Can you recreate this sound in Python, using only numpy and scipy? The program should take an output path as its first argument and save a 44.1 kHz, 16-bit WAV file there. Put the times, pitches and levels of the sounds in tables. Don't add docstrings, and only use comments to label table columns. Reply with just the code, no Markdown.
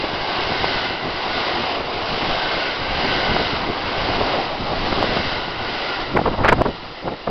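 import sys
import numpy as np
from scipy import signal
from scipy.fft import rfft, irfft, next_fast_len
from scipy.io import wavfile
from scipy.ndimage import uniform_filter1d, map_coordinates

SR = 44100
rng = np.random.default_rng(int(sys.argv[2]) if len(sys.argv) > 2 else 0)


def dump(signal):
    limited = np.clip(np.atleast_2d(signal).T, -1, 1)
    pcm = np.round(limited * 32767).astype(np.int16)
    wavfile.write(sys.argv[1], SR, pcm)


N = 321930
TIME_S = np.arange(N) / SR


def amp(db):
    return 10 ** (np.asarray(db) / 20)


def unit(x):
    return x / np.sqrt(np.mean(x ** 2) + 1e-20)


def shape(points):
    freq_hz, db = np.transpose(points)
    return lambda hz: amp(np.interp(np.log(hz + 1), np.log(freq_hz + 1), db))


def resonances(modes):
    return lambda hz: np.sqrt(sum(amp(db) ** 2 / (1 + ((hz - centre) / width) ** 2 / 2) ** 4
                                  for centre, width, db in modes))


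def wobble(rate_hz):
    return map_coordinates(rng.standard_normal(N // 20), [TIME_S * rate_hz], mode="wrap")


def filtered(x, response):
    size = next_fast_len(len(x) + 8192)
    return irfft(rfft(x, size) * response(np.fft.rfftfreq(size, 1 / SR)), size)[:len(x)]


def rush(response, patchy_db):
    spectra = signal.stft(rng.standard_normal(N), nperseg=512)[2]
    patches = uniform_filter1d(rng.standard_normal(spectra.shape), size=4, axis=0)
    patches = uniform_filter1d(patches, size=14, axis=1)
    noise = signal.istft(spectra * amp(patchy_db * unit(patches)))[1][:N]
    return unit(filtered(noise, response))


def swell(nearest_s, rise_s, fall_ratio=0.61):
    t = TIME_S - nearest_s
    return np.exp(-(t / np.where(t < 0, rise_s, fall_ratio * rise_s)) ** 2)


# nearest_s, roar_db, ring_db, hiss_db, draught_db
BOGIES = [(-0.1, -29, -28, -28.5, -27.5), (0.38, -25.5, -34.5, -29, -35.5), (0.74, -26, -31, -24.5, -31),
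          (1.38, -28, -35.5, -28.5, -46), (1.62, -23.5, -32, -29.5, -44), (2.29, -24, -37.5, -26, -30.5),
          (2.6, -27, -32, -26.5, -48), (3.11, -25, -30, -26, -30), (3.44, -25, -29, -26, -27.5),
          (4.041, -26, -38.5, -28.5, -30.5), (4.3, -23, -33, -29.5, -33.5), (4.95, -25, -37, -29, -25.5),
          (5.23, -28, -30.5, -26, -30.5), (5.889, -27, -35.5, -29.5, -47)]
def passing(layer, rise_s, rest_db, fade_db_per_s, last_car_s=5.8):
    column = 1 + ["roar", "ring", "hiss", "draught"].index(layer)
    near_power = sum(amp(bogie[column]) ** 2 * swell(bogie[0], rise_s) for bogie in BOGIES)
    gone_s = np.maximum(TIME_S - last_car_s, 0)
    return np.sqrt(near_power + amp(rest_db - fade_db_per_s * gone_s) ** 2)


# freq_hz, level_db
WIND_SPECTRUM = [(8, 1.5), (25, -0.5), (45, -6), (80, -5), (160, -6), (350, -8.5), (700, -16),
                 (1400, -26.5), (4000, -55.5)]
# time_s, level_db
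WAKE = [(6.05, -41), (6.184, -28), (6.286, -25), (6.564, -20), (7.006, -44), (7.048, -32), (7.146, -37.5),
        (7.174, -52), (7.3, -16.5)]
def slipstream(wake_rise_s=0.12):
    draught = passing("draught", rise_s=0.29, rest_db=-38, fade_db_per_s=11)
    wake_s, wake_db = np.transpose(WAKE)
    arrived = np.clip((TIME_S - wake_s[0]) / wake_rise_s + 1, 0, 1)
    wake = arrived * amp(np.interp(TIME_S, wake_s, wake_db))
    lumps = amp(3.2 * wobble(rate_hz=30) + 1.4 * wobble(rate_hz=110))
    return np.hypot(draught, wake) * unit(lumps * rush(shape(WIND_SPECTRUM), patchy_db=2.24))


# middle_s, length_s, level_db (before trim), edge_hz (before ratio)
EDDIES = [(0.043, 0.0075, -18.5, 585), (0.516, 0.029, -24, 634), (0.635, 0.021, -28, 800),
          (1.062, 0.074, -29, 410), (3.051, 0.017, -23, 600), (3.365, 0.011, -17.5, 924),
          (3.411, 0.031, -22.5, 770), (3.697, 0.043, -23, 438), (4.213, 0.018, -18, 600),
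          (4.357, 0.048, -24, 763), (4.72, 0.028, -24, 690), (4.928, 0.0066, -14.5, 880),
          (4.988, 0.015, -22, 800), (5.043, 0.012, -17.5, 483), (5.171, 0.012, -19, 650),
          (6.155, 0.054, -19.5, 342), (6.171, 0.011, -13, 1150), (6.193, 0.013, -14.5, 810),
          (6.217, 0.0078, -17, 520), (6.263, 0.009, -14.5, 870), (6.276, 0.024, -16.5, 670),
          (6.342, 0.038, -25.5, 830), (6.403, 0.04, -22.5, 796), (6.454, 0.025, -12, 1200),
          (6.49, 0.021, -10.5, 1785), (6.528, 0.012, -6, 1100), (6.614, 0.012, -13, 686),
          (6.662, 0.013, -15, 780), (6.691, 0.031, -24, 490), (7.06, 0.029, -26, 410),
          (7.083, 0.019, -20.5, 790), (7.122, 0.046, -27, 600), (7.277, 0.0095, -16.5, 860),
          (7.294, 0.01, -21, 487)]
def gusts(edge_ratio=1.114, steepness=3.46, sharpness=3.05, ragged_db=2.5, trim_db=-0.4):
    out = np.zeros(N + SR)
    t = np.arange(-SR // 8, SR // 8) / SR
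    flutter = amp(ragged_db * np.pad(wobble(rate_hz=840), (0, SR)))
    for middle_s, length_s, level_db, edge_hz in EDDIES:
        def colour(hz):
            bass_shelf = 0.19 + hz / (hz + 500)
            return bass_shelf / np.hypot(1, (hz / (edge_ratio * edge_hz)) ** steepness)

        start = round(middle_s * SR)
        here = slice(start, start + len(t))
        envelope = flutter[here] / np.cosh(sharpness * t / length_s)
        eddy = envelope * filtered(rng.standard_normal(len(t)), colour)
        eddy /= np.sqrt(np.sum(eddy ** 2) / (length_s * SR))
        out[here] += amp(level_db + trim_db) * eddy
    return out[SR // 8:][:N]


# middle_s, suction_db
VORTEX_CORES = [(0.644, -2), (5.028, -2), (6.619, 0.5)]
def vortex_pops(half_dip_s=0.00032):
    out = np.zeros(N)
    for middle_s, suction_db in VORTEX_CORES:
        offset = (TIME_S - middle_s) / half_dip_s
        out -= amp(suction_db) * (1 - offset ** 2) * np.exp(-offset ** 2 / 2)
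    return out


# pitch_ratio, width_hz, level_db
WHEEL_MODES = [(1, 88, 1.5), (1.4, 115.7, -3), (2.001, 150.7, -13)]
# nearest_s, rest_pitch_hz, level_db, rise_s
SINGING_WHEELS = [(0.75, 1485, -31, 0.49), (1.4, 1490, -33, .2), (2.58, 1497, -31, .25),
                  (3.25, 1500, -30.5, 0.37), (3.98, 1520, -35.5, 0.43), (5.27, 1475, -33, .25),
                  (5.88, 1423, -33.5, .35)]
def singing_wheels(mach=0.066, glide_s=0.45, far_db=-12, fade_db_per_s=4.5):
    out = np.zeros(N)
    for nearest_s, rest_pitch_hz, level_db, rise_s in SINGING_WHEELS:
        t = TIME_S - nearest_s
        modes = [(ratio * rest_pitch_hz, width_hz, db) for ratio, width_hz, db in WHEEL_MODES]
        ring = rush(resonances(modes), patchy_db=1)
        doppler = 1 / (1 + mach * t / np.hypot(t, glide_s))
        gliding = map_coordinates(ring, [np.cumsum(doppler)], mode="wrap")
        far = (t > 0) * amp(far_db - fade_db_per_s * np.abs(t))
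        out += amp(level_db) * np.sqrt(swell(nearest_s, rise_s) + far ** 2) * gliding
    return out


# freq_hz, level_db
HISS_SPECTRUM = [(800, -10.5), (1750, 1.5), (2300, -7), (2650, 2.5), (3400, 1.5), (4400, 0), (5000, -1),
                 (6500, -5)]
def rail_hiss(judder, grit):
    gain = passing("hiss", rise_s=0.23, rest_db=-34.5, fade_db_per_s=3.5)
    return gain * amp(0.12 * judder + 1.4 * grit) * rush(shape(HISS_SPECTRUM), patchy_db=0.27)


# centre_hz, width_hz, level_db
WHEEL_RING_MODES = [(2044, 200, 0.5), (2888, 300, -2), (3040, 380, -12.5), (3900, 260, -5), (4800, 230, -7)]
def wheel_ring(judder):
    gain = passing("ring", rise_s=0.21, rest_db=-37.5, fade_db_per_s=5)
    return gain * amp(0.21 * judder) * rush(resonances(WHEEL_RING_MODES), patchy_db=1.5)


# freq_hz, level_db
ROAR_SPECTRUM = [(20, -21.5), (200, -13.5), (285, -5.5), (330, -5), (365, -3.5), (410, -5.5), (600, -4),
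                 (745, -1), (880, -3.5), (1130, -5.5), (1320, -9), (1720, -16), (2500, -14), (5000, -22.5)]
def rolling_roar(judder):
    gain = passing("roar", rise_s=0.32, rest_db=-31.5, fade_db_per_s=4)
    return gain * amp(0.7 * judder) * rush(shape(ROAR_SPECTRUM), patchy_db=1)


def scene():
    judder = wobble(rate_hz=45)
    grit = wobble(rate_hz=300)
    train = rolling_roar(judder) + wheel_ring(judder) + rail_hiss(judder, grit) + singing_wheels()
    return (train + slipstream() + gusts() + vortex_pops())[None]


# freq_hz, gain_db
MICROPHONE = [(5000, 0.5), (5300, -3), (5600, -11), (5900, -15.5), (6200, -32), (6600, -70)]
def record(dry, ceiling=0.71, top_hz=15800):
    dull = filtered(dry[0], shape(MICROPHONE))
    clipped = np.clip(dull, -ceiling, ceiling)
    return filtered(clipped, lambda hz: hz < top_hz)[None]


dry = scene()
out = record(dry)
dump(out)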